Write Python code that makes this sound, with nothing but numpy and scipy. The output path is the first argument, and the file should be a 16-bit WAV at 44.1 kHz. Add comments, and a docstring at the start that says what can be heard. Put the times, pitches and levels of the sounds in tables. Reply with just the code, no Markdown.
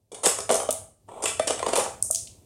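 """A hollow plastic toy is handled and loaded with small hard pieces, close by in a hard-walled room.
At 0.1 s fingers fumble and pieces clatter in, sounding the hollow body and stiff walls; the shell
knocks dully, and at 0.7 s a catch snaps twice. A second fumble at 1.1 s leads into more clatter and
knocks, and from 2 s the catch snaps in a last run of sharp clicks.
The room rings after every contact, over a faint low rumble."""
import sys
import numpy as np
from scipy import signal
from scipy.fft import rfft, irfft, next_fast_len
from scipy.io import wavfile
from scipy.ndimage import map_coordinates

SR = 44100
rng = np.random.default_rng(int(sys.argv[2]) if len(sys.argv) > 2 else 0)


def materialize(psi):
    """Save the field psi as 16-bit PCM at rate SR to the path in sys.argv[1].

    A 1-D psi becomes a single channel; in a 2-D psi each row is a channel.
    """
    bounded = np.clip(np.atleast_2d(psi).T, -1, 1)
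    quanta = np.round(bounded * 32767).astype(np.int16)
    wavfile.write(sys.argv[1], SR, quanta)


N = 108045
RING_T = np.arange(SR // 5) / SR  # time within one hit; all table levels are relative

# pieces striking the toy: t/s, body level/dB, clack level/dB, rattle level/dB, t60/s
PIECE_HITS = [(0.117, -49, -55, -39, 0.078), (0.1442, -43, -42, -32.5, 0.066),
              (0.232, -23.5, -28, -18.5, 0.15), (0.248, -25, -26, -22, 0.085),
              (0.2573, -23, -18, -10, 0.06), (0.2646, -8.5, -12, -13, 0.0048),
              (.271, -26, -28.5, -13, 0.03), (.292, -38, -55, -21.5, 0.049),
              (0.3862, -24, -31.5, -23.5, 0.04), (0.404, -27, -32, -19.5, 0.012),
              (0.4922, -15.5, -22, -22.5, 0.028), (.501, -10.5, -20, -22.5, 0.029),
              (0.511, -15, -39, -16.5, 0.036), (.521, -17, -28.5, -17, .028), (.531, -20, -24, -18, 0.011),
              (.542, -20, -29, -16, 0.029), (0.554, -16, -28.5, -16.5, 0.025),
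              (0.566, -24, -42, -17, 0.017), (0.6, -23, -28.5, -30, 0.042), (0.632, -26, -49, -30, 0.03),
              (.689, -24.5, -29, -30.5, 0.033), (1.087, -38.5, -65.5, -54.5, 0.05),
              (1.221, -31, -37.5, -26.5, 0.11), (1.2385, -22, -31, -18.5, 0.049),
              (1.2566, -24, -14.5, -15, 0.029), (1.273, -34, -40, -23.5, 0.1),
              (1.395, -25.5, -21.5, -21.5, 0.029), (1.472, -24, -30, -21, 0.056),
              (1.476, -23.5, -21, -17, 0.051), (1.506, -13.5, -20, -18, 0.021),
              (1.592, -31.5, -28.5, -29.5, 0.044), (1.628, -15.5, -25, -25, 0.015),
              (1.6635, -15.5, -24, -24.5, 0.033), (1.683, -23, -36, -26.5, 0.06),
              (1.690, -22, -26.5, -26.5, 0.019), (1.727, -24.5, -31, -29.5, 0.083),
              (1.7335, -18.5, -18.5, -20, 0.025), (1.756, -18.5, -20.5, -16, 0.029),
              (1.762, -18.5, -21.5, -18, 0.035), (1.7732, -22, -33.5, -16, 0.028),
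              (1.783, -24, -32, -27, 0.1), (1.794, -19.5, -28.5, -24, 0.062),
              (1.805, -21.5, -28, -30.5, 0.037), (1.839, -35.5, -34.5, -26, .04),
              (1.862, -21.5, -49.5, -40, 0.02)]
# EQ of a hit's hollow body, middle clack and bright rattle: f/Hz, level/dB
BODY_EQ = [(60, -54.5), (150, -20.5), (290, -11), (420, -4), (600, 0), (850, -6.5), (1150, -7.5),
           (1600, -27.5), (5000, -74.5)]
CLACK_EQ = [(700, -40), (1400, -0.5), (3400, 0), (5200, -8), (12000, -64)]
RATTLE_EQ = [(2500, -52), (5000, -11), (6300, -6.5), (7600, -3), (9200, -0.5), (10400, -8), (11700, -16),
             (14000, -20), (16000, -37)]
# narrow resonances of the hollow body: f/Hz
BODY_PEAKS = [248, 391, 442.7, 507.6, 655, 788, 1152, 1282]
# dull knocks on the shell: t/s, level/dB, pitch ratio
SHELL_KNOCKS = [(.117, -32.5, 0.83), (.129, -29.5, 0.7), (.2655, -10.5, 0.72), (.502, -14.5, 1.15),
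                (.689, -10.5, .99), (1.088, -35, 1.48), (1.397, -8, 1.005), (1.499, -16.5, .95),
                (1.602, -24, 1.05), (1.628, -17, 1.63), (1.667, -15, .82), (1.733, -14, 1.05),
                (1.783, -13, 0.83), (2.046, -41, 1), (2.104, -24.5, 1.016)]
# hits that leave a stiff wall ringing: t/s, level/dB
WALL_KNOCKS = [(.118, -52), (.145, -49.5), (1.2565, -34), (1.277, -36.5), (1.396, -38.5)]
# modes of the shell and of that wall: f/Hz, level/dB, t60/s
SHELL_MODES = [(254, -20.5, 0.083), (488, -6.5, 0.025), (631.4, 5, 0.032), (1184, -15.5, 0.04),
               (1295, -16, 0.045), (658, -18.5, 0.31)]
WALL_MODES = [(1390, -16, 0.22), (2344, -2.5, 0.31), (2956, -5, 0.13), (3360, 10, 0.053),
              (3635, -1.5, 0.23), (4320, -4, 0.06)]
# snaps of the catch: t/s, level/dB, low edge/Hz, high edge/Hz, t60/s, clack level/dB
SNAPS = [(0.707, -13.5, 6500, 10280, 0.025, -24.5), (0.726, -17, 6570, 10670, 0.02, -41.5),
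         (2.025, -5, 6500, 10100, 0.0093, -44), (2.1101, -8.5, 6870, 10580, 0.019, -41.5),
         (2.126, -25.5, 5850, 9270, 0.058, -40), (2.1472, -13, 5360, 8280, 0.02, -25),
         (2.158, -13, 5470, 7510, 0.011, -31.5), (2.272, -38.5, 2670, 5800, 0.035, -59)]
# resonances of the snapping parts: f/Hz, width/Hz, boost/dB
CATCH_PEAKS = [(3450, 260, -2.5), (6500, 340, 2.5), (9180, 2000, 9)]
# EQ of the clack under a snap: f/Hz, level/dB
CATCH_CLACK_EQ = [(1500, -37), (2700, -15.5), (3500, -9), (9000, -17)]
# fingers shifting on the plastic: start/s, end/s, level/dB
FINGER_MOVES = [(0.128, 0.263, -50.5), (1.077, 1.256, -43)]
# EQ of the finger rub and of the rumble: f/Hz, level/dB
RUB_EQ = [(150, -19), (420, 3), (900, 0), (1260, -15), (1600, -31), (3300, -22), (5000, -42), (8700, -18.5),
          (12000, -49)]
RUMBLE_EQ = [(25, -26.5), (48, -5.5), (102, 3.5), (140, -8.5), (600, -16.5), (1500, -38.5), (9000, -31),
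             (16000, -38.5)]
# fader ride of the rumble: t/s, level/dB
RUMBLE_RIDE = [(.09, -70), (.27, -54), (0.801, -51), (.97, -66.5), (1.251, -52), (1.8, -49), (2.45, -55)]
# decay of the room: f/Hz, t60/s
ROOM_DECAY = [(200, 0.3), (550, 0.38), (1400, 0.44), (3700, 0.35), (8500, 0.38), (15000, 0.27)]


def clatter(soft_rise_from_s=0.06, rise_per_t60=0.085):
    """Each piece sounds the hollow body, the stiff walls and its own bright rattle."""
    out = np.zeros(N)
    for s, body_db, clack_db, rattle_db, t60 in PIECE_HITS:
        wall, plastic = wall_colour(), plastic_colour()
        # longer hits fade in more softly
        rise_s = 0.00015 + rise_per_t60 * max(t60 - soft_rise_from_s, 0)
        body = contact(t60, body_colour, rise_s)
        clack = contact(t60, lambda hz: amp(along(CLACK_EQ, hz)) * wall(hz) * plastic(hz), rise_s)
        rattle = contact(t60, lambda hz: rattle_colour(hz, rattle_db) * plastic(hz), rise_s)
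        add(out, s, in_room(amp(body_db - 1) * body, wet_db=-5))
        add(out, s, in_room(amp(clack_db - 4.5) * clack + amp(rattle_db - 3) * rattle, wet_db=-1.5))
    return out


def contact(t60, colour, rise_s, impacts_per_s=2500, grain=0.34):
    """A dying burst of tiny impacts and dense plastic ringing, starting near rms 1."""
    n = len(RING_T)
    decay = fade(RING_T, t60)
    impacts = unit(np.sign(rng.standard_normal(n)) * (rng.random(n) < impacts_per_s / SR))
    drive = grain * impacts + (1 - grain) * rng.standard_normal(n)
    burst = coloured(drive * decay * attack(RING_T, rise_s), colour)
    return burst * np.linalg.norm(decay) / np.linalg.norm(burst)


def body_colour(hz, width_hz=14.7, boost_db=7):
    """EQ of the hollow body with its narrow resonances."""
    return amp(along(BODY_EQ, hz)) * peaks(hz, [(f, width_hz, boost_db) for f in BODY_PEAKS])


def wall_colour(width_hz=140, max_boost_db=6.65):
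    """EQ of the stiff wall: each spot touched favours its modes differently."""
    rows = [(hz, width_hz, rng.uniform(0, max_boost_db)) for hz, _, _ in WALL_MODES]
    return lambda hz: peaks(hz, rows)


def plastic_colour(spacing_hz=110, ripple_db=3.5):
    """Rippled EQ of the plastic's many small modes, new for every piece."""
    knots = rng.standard_normal(N // 10)
    return lambda hz: amp(ripple_db * map_coordinates(knots, [hz / spacing_hz]))


def rattle_colour(hz, db, octaves_per_db=2.5):
    """EQ of the rattle: softer hits are duller, harder ones open up the top."""
    corner_hz = max(12800 * 2 ** (octaves_per_db * (db + 16.5)), 10500)
    return amp(along(RATTLE_EQ, hz)) * rolloff(hz / corner_hz, order=7.5)


def knocks():
    """Blunt blows on the shell and sharper ones on its wall."""
    shell = struck(SHELL_KNOCKS, SHELL_MODES, rise_s=0.0011, trim_db=-1.5, wet_db=-13)
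    wall_hits = [(s, db, 1) for s, db in WALL_KNOCKS]
    return shell + struck(wall_hits, WALL_MODES, rise_s=0.00065, trim_db=-2.5, wet_db=-10)


def struck(hits, modes, rise_s, trim_db, wet_db):
    """Blows that ring one set of modes, in a slightly different balance each time."""
    out = np.zeros(N)
    for s, db, pitch in hits:
        ring = np.zeros(len(RING_T))
        for k, (hz, mode_db, t60) in enumerate(modes):
            gain = (-1) ** k * amp(mode_db + rng.normal(0, 1))
            ring += gain * fade(RING_T, t60) * np.sin(2 * np.pi * pitch * hz * RING_T)
        add(out, s, in_room(amp(db + trim_db) * ring * attack(RING_T, rise_s), wet_db))
    return out


def catch_snaps(trim_db=-2.5):
    """Small stiff parts snap, each in its own treble band, over a faint clack."""
    out, impulse = np.zeros(N), 1.0 * (RING_T == 0)
    for s, db, low_hz, high_hz, t60, clack_db in SNAPS:
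        def colour(hz):
            band = rolloff(low_hz / (hz + 1), order=6.4) * rolloff(hz / high_hz, order=7)
            click = unit(band * peaks(hz, CATCH_PEAKS))
            clack = unit(amp(along(CATCH_CLACK_EQ, hz)))
            return np.hypot(click, amp(clack_db - db) * clack)

        snap = amp(db + trim_db) * contact(t60, colour, rise_s=0.00021)
        # the room hears all directions summed, so its send has a smooth colour
        add(out, s, in_room(snap, wet_db=-4.5, send=coloured(impulse, colour)))
    return out


def fumbles(rough_db=3.0, slips_per_s=150, edge_s=0.01):
    """Fingers rub lightly and unevenly on the plastic as each bout begins."""
    t = np.arange(N) / SR
    level = sum(amp(db) * np.clip(np.minimum(t - start, end - t) / edge_s, 0, 1)
                for start, end, db in FINGER_MOVES)
    slips = amp(rough_db * map_coordinates(rng.standard_normal(N // 10), [t * slips_per_s]))
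    wall = wall_colour()
    rub = unit(coloured(slips * rng.standard_normal(N), lambda hz: amp(along(RUB_EQ, hz)) * wall(hz)))
    return in_room(level * rub, wet_db=-3)[:N]


def in_room(x, wet_db, send=None, predelay_s=0.0017, build_s=0.0092):
    """x plus a diffuse room tail that builds up and dies by band, fed by send if given."""
    hz, t, bands = signal.stft(rng.standard_normal(SR * 3 // 5), SR, nperseg=256)
    tail = signal.istft(bands * fade(t, along(ROOM_DECAY, hz)[:, None]), SR, nperseg=256)[1]
    tail *= attack(np.maximum(np.arange(len(tail)) / SR - predelay_s, 0), build_s)
    wet = signal.fftconvolve(x if send is None else send, tail)
    wet *= amp(wet_db) * np.linalg.norm(x) / np.linalg.norm(wet)
    add(wet, 0, x)
    return wet


def rumble():
    """A faint bed of low noise that swells with each bout."""
    noise = unit(coloured(rng.standard_normal(N), lambda hz: amp(along(RUMBLE_EQ, hz))))
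    return noise * amp(np.interp(np.arange(N) / SR, *np.transpose(RUMBLE_RIDE)))


def coloured(x, colour):
    """x through a minimum-phase EQ with gain colour(hz), so nothing rings before a hit."""
    m = 2 * next_fast_len(len(x))
    gain = np.maximum(colour(np.fft.rfftfreq(m, 1 / SR)), 1e-6)
    cepstrum = irfft(np.log(gain))
    cepstrum[1:m // 2] *= 2
    cepstrum[m // 2 + 1:] = 0
    return irfft(rfft(x, m) * np.exp(rfft(cepstrum)), m)[:len(x)]


def peaks(hz, rows):
    """Gain of bell resonances: f/Hz, width/Hz, boost/dB."""
    return amp(sum(db / (1 + (2 * (hz - centre) / width) ** 2) for centre, width, db in rows))


def rolloff(ratio, order):
    """Filter skirt, 3 dB down at ratio 1."""
    return 1 / np.sqrt(1 + ratio ** (2 * order))


def along(points, hz):
    """Read a curve on a log frequency axis."""
    freqs, values = np.transpose(points)
    return np.interp(np.log(hz + 1), np.log(freqs + 1), values)


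def attack(t, rise_s):
    """Exponential rise to 1."""
    return 1 - np.exp(-t / rise_s)


def fade(t, t60):
    """Decay by 60 dB in t60 seconds."""
    return np.exp(-np.log(1000) * t / t60)


def amp(db):
    """Decibels to gain."""
    return 10 ** (np.asarray(db) / 20)


def unit(x):
    """Scale to rms 1."""
    return x / np.sqrt(np.mean(x ** 2) + 1e-20)


def add(track, s, x):
    """Mix x into the track at time s."""
    part = track[round(s * SR):][:len(x)]
    part += x[:len(part)]


def scene():
    """All layers in a close mono mix."""
    return (clatter() + knocks() + catch_snaps() + fumbles() + rumble())[None]


def record(dry):
    """A soft clip rounds the highest peaks, then a brick-wall filter cuts the very top."""
    ceiling, top_hz = 0.72, 15900
    m = next_fast_len(N + SR // 2)
    clipped = dry / (1 + np.abs(dry / ceiling) ** 6) ** (1 / 6)
    return irfft(rfft(clipped, m) * (np.fft.rfftfreq(m, 1 / SR) < top_hz), m)[:, :N]


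dry = scene()
out = record(dry)
materialize(out)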